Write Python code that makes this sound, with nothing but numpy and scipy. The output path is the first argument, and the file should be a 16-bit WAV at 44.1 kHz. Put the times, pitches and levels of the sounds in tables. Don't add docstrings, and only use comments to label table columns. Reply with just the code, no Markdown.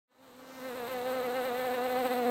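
import sys
import numpy as np
from scipy import signal
from scipy.fft import rfft, irfft, next_fast_len
from scipy.io import wavfile
from scipy.ndimage import uniform_filter1d

SR = 44100
rng = np.random.default_rng(int(sys.argv[2]) if len(sys.argv) > 2 else 0)


def pcm_store(signal):
    levels = np.round(np.clip(np.atleast_2d(signal), -1, 1) * 32767)
    wavfile.write(sys.argv[1], SR, levels.astype(np.int16).T)


N = 101429

# (time [s], level [dB])
HUM_ENVELOPE = [(0.13, -81.5), (0.222, -63.5), (0.585, -51.8), (0.657, -42), (0.904, -40.7), (0.916, -36),
                (1.036, -39), (1.076, -33.5), (1.339, -35.5), (1.367, -32.6), (1.435, -36), (1.463, -34.5),
                (1.511, -35.5), (1.675, -35), (2.014, -33.5), (2.042, -35), (2.058, -29), (2.086, -38.5),
                (2.114, -32), (2.15, -34.5), (2.19, -32), (2.209, -34.5), (2.292, -29.5)]


def from_db(db):
    return 10 ** (np.asarray(db) / 20)


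def unit_rms(x):
    return x / np.sqrt(np.mean(x ** 2) + 1e-20)


def automation(points):
    return np.interp(np.arange(N) / SR, *np.transpose(points))


def gain_at(colour, hz):
    points_hz, db = np.transpose(colour)
    return from_db(np.interp(np.log(np.maximum(hz, 1)), np.log(points_hz), db))


def drift(rate_hz):
    hop, run_in = 40, 2000
    pole = np.exp(-2 * np.pi * hop * rate_hz / SR)
    noise = rng.standard_normal(N // hop + run_in + 2)
    slow = signal.lfilter([1], [1, -2 * pole, pole * pole], noise)[run_in:]
    return np.interp(np.arange(N) / hop, np.arange(len(slow)), unit_rms(slow))


def coloured(x, colour):
    size = next_fast_len(N + SR // 10)
    spectrum = rfft(x, size) * gain_at(colour, np.fft.rfftfreq(size, 1 / SR))
    return unit_rms(irfft(spectrum, size)[:N])


def buzz(phase, hz, orders, colour, shimmer, shimmer_hz, smear_rad=np.pi):
    out = 0
    for k in orders:
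        angle = k * phase + smear_rad * rng.standard_normal()
        in_phase = (1 + shimmer * drift(shimmer_hz)) * np.cos(angle)
        quadrature = shimmer * drift(shimmer_hz) * np.sin(angle)
        out = out + gain_at(colour, k * hz) * unit_rms(in_phase + quadrature)
    return unit_rms(out)


def stroke_gain(phase, spread_db):
    stroke = (phase / (2 * np.pi) + .5).astype(int)
    return from_db(spread_db * np.clip(rng.standard_normal(N), -2, 2)[stroke])


def open_air():
    # (frequency [Hz], relative level [dB])
    air_colour = [(40, -8.5), (380, 5), (1000, -0.5), (2500, -8), (4000, -7), (5200, -14), (7800, -11),
                  (11000, -26)]
    return from_db(-55) * coloured(rng.standard_normal(N), air_colour)


def drone(wander_hz=2.41):
    # (frequency [Hz], relative level [dB])
    tones = [(111, -73.5), (138, -74.5), (179, -71)]
    out = 0
    for hz, db in tones:
        phase = 2 * np.pi * np.cumsum(hz + wander_hz * drift(8.7)) / SR
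        out = out + from_db(db) * np.sin(phase)
    return np.sqrt(2) * out


def other_bees(wander=.04):
    # (wingbeat rate [Hz], relative level [dB])
    bees = [(240, -57), (266, -55.5), (283, -58)]
    # (frequency [Hz], relative level [dB])
    swarm_colour = [(240, -2.5), (500, 0), (1000, 0.5), (1500, -9), (3000, -38), (4000, -12), (5000, -36)]
    out = 0
    for hz, db in bees:
        phase = 2 * np.pi * np.cumsum(hz * (1 + wander * drift(7))) / SR
        voice = buzz(phase, hz, range(1, 19), swarm_colour, shimmer=0.55, shimmer_hz=15.7)
        out = out + from_db(db) * voice
    return out


def background():
    # (time [s], gain [dB])
    fade_in = [(0, -95), (.075, -49), (.115, -22), (.25, -8), (.55, -2), (.95, 4.5), (2.3, 4)]
    return from_db(automation(fade_in)) * (open_air() + other_bees() + drone())


def swish(at_s=0.64, width_s=0.18, notch_hz=7700, fall_oct_per_s=3.5):
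    # (frequency [Hz], relative level [dB])
    swish_colour = [(3000, -16), (5500, 4), (11000, -5.5)]
    t = np.arange(N) / SR - at_s
    noise = coloured(rng.standard_normal(N), swish_colour)
    lag_s = .5 / (notch_hz * 2 ** (-fall_oct_per_s * t))
    echo = 0.5 * np.interp(t - lag_s, t, noise)
    return from_db(-58) * np.exp(-(t / width_s) ** 2) * (noise + echo)


def wing_hiss(phase, sharpness=5, floor=.28, trim_db=5.5, gust_db=1.22):
    # (time [s], relative level [dB])
    hiss_envelope = [(0.11, -90), (0.295, -71), (0.465, -71), (0.8, -57), (2.09, -53), (2.16, -52),
                     (2.22, -53.5)]
    # (frequency [Hz], relative level [dB])
    hiss_colour = [(900, -4.5), (1900, 3), (2600, -1), (4100, 3.5), (4900, -9), (6900, -17), (8100, -1),
                   (10600, -12.5), (11700, -5.5), (13000, 3), (14300, -1.5), (15700, -6)]
    puff = stroke_gain(phase, spread_db=2) * np.exp(sharpness * (np.cos(phase) - 1))
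    return_puff = 0.29 * np.exp(-sharpness * (np.cos(phase) + 1))
    level = from_db(trim_db + automation(hiss_envelope) + gust_db * drift(19))
    return level * coloured(rng.standard_normal(N) * (floor + puff + return_puff), hiss_colour)


def rasp(phase, hz, jitter_rad=0.022):
    # (time [s], relative level [dB])
    rasp_envelope = [(0.09, -79.5), (0.28, -69.5), (0.61, -52.5), (0.655, -49), (0.92, -45.5),
                     (1.035, -47.5), (1.08, -43.5), (2.285, -41.5)]
    # (frequency [Hz], relative level [dB])
    rasp_colour = [(1000, 0), (1270, 3), (1560, 1), (2000, -0.5), (2500, -8), (2800, -6), (3200, -18),
                   (4050, -11), (5200, -36)]
    # (frequency [Hz], relative level [dB])
    churn_colour = [(150, -10), (310, 3), (600, 13), (1000, 6), (2000, -1.5), (2500, -8), (3300, -4),
                    (4100, 1), (4800, -27), (6500, -33)]
    rough_phase = phase + jitter_rad * drift(120)
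    tones = buzz(rough_phase, hz.mean(), range(4, 21), rasp_colour,
                 shimmer=0.39, shimmer_hz=22.6, smear_rad=1.85)
    churn = coloured(rng.standard_normal(N) * (1 + 0.58 * np.cos(2 * phase)), churn_colour)
    uneven = uniform_filter1d(stroke_gain(phase, spread_db=0.5), size=SR // 1000)
    return from_db(automation(rasp_envelope)) * uneven * (from_db(-0.5) * tones + from_db(-6) * churn)


def hum(phase, flutter_db=0.96):
    # (time [s], level [dB])
    fundamental = [(0.25, -2.5), (0.6, -0.5), (0.73, -8.5), (1.15, -11.5), (1.95, -9), (2.28, -4.5)]
    # (time [s], level [dB])
    third = [(0.66, -14.5), (0.85, -1), (1.14, -8.5), (1.51, -1), (2.28, -3)]
    # (time [s], half-width [s], dip of the third harmonic [dB])
    turns = [(0.768, 0.014, -14), (0.904, 0.019, -33), (1.142, 0.0067, -18), (1.238, 0.0094, -13),
             (1.375, 0.022, -7), (1.475, 0.01, -29), (1.59, 0.027, -11.5), (1.755, 0.014, -20),
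             (1.896, 0.013, -11), (2.076, 0.0048, -9)]
    t = np.arange(N) / SR
    dip_db = sum(db * np.exp(-np.abs(t - at_s) / width_s) for at_s, width_s, db in turns)
    levels_db = [automation(fundamental) + 0.41 * dip_db, 0, automation(third) + dip_db]
    tone = sum(from_db(db + flutter_db * drift(55)) * np.cos(k * phase)
               for k, db in enumerate(levels_db, start=1))
    return -np.sqrt(2) * from_db(automation(HUM_ENVELOPE)) * tone


def surge(hz, follow=0.57, span_s=0.1, effort_db_per_hz=0.0861):
    hum_db = automation(HUM_ENVELOPE)
    swing_db = hum_db - uniform_filter1d(hum_db, size=int(span_s * SR), mode="nearest")
    return from_db(follow * swing_db + effort_db_per_hz * (hz - hz.mean()))


def near_bee(jitter=0.00509, dart_db=3.5, dart_width_s=0.0078):
    # (time [s], wingbeat rate [Hz])
    wingbeat = [(0.17, 249.2), (0.238, 268.7), (0.318, 242.2), (0.398, 257.9), (0.577, 262), (0.601, 249.9),
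                (0.665, 264.1), (0.737, 236.4), (0.765, 263.5), (0.805, 242.6), (0.869, 234),
                (0.888, 264.8), (1.004, 242.4), (1.088, 259.3), (1.12, 250.2), (1.14, 262), (1.2, 252.2),
                (1.212, 238.3), (1.236, 259.1), (1.292, 237.9), (1.312, 253.8), (1.331, 242.0),
                (1.363, 263.8), (1.431, 242.4), (1.459, 265.9), (1.515, 238.5), (1.595, 255.1),
                (1.635, 249.3), (1.651, 260.7), (1.695, 241.4), (1.707, 253.3), (1.731, 244.6),
                (1.747, 260.1), (1.782, 240.3), (1.866, 259.3), (1.878, 246.3), (1.918, 255.3),
                (1.946, 246.6), (2.006, 261.6), (2.038, 238), (2.058, 260.5), (2.094, 238.3),
                (2.126, 256.7), (2.15, 240), (2.19, 250.4), (2.249, 233), (2.265, 249.5), (2.29, 243.5)]
    darts = [0.968, 1.746, 1.862, 1.963, 2.113]
    t = np.arange(N) / SR
    hz = automation(wingbeat) * (1 + jitter * drift(58.4))
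    phase = 2 * np.pi * np.cumsum(hz) / SR
    dart = from_db(dart_db * sum(np.exp(-((t - at_s) / dart_width_s) ** 2) for at_s in darts))
    return np.sqrt(dart) * hum(phase) + surge(hz) * (dart * rasp(phase, hz) + wing_hiss(phase))


def scene(start_s=.075, ramp_s=0.041):
    opening = np.clip((np.arange(N) / SR - start_s) / ramp_s, 0, 1)
    return (opening * (background() + near_bee() + swish()))[None]


def record(dry, cutoff_hz=15800):
    return signal.sosfilt(signal.ellip(12, .1, 80, cutoff_hz, fs=SR, output="sos"), dry)


dry = scene()
out = record(dry)
pcm_store(out)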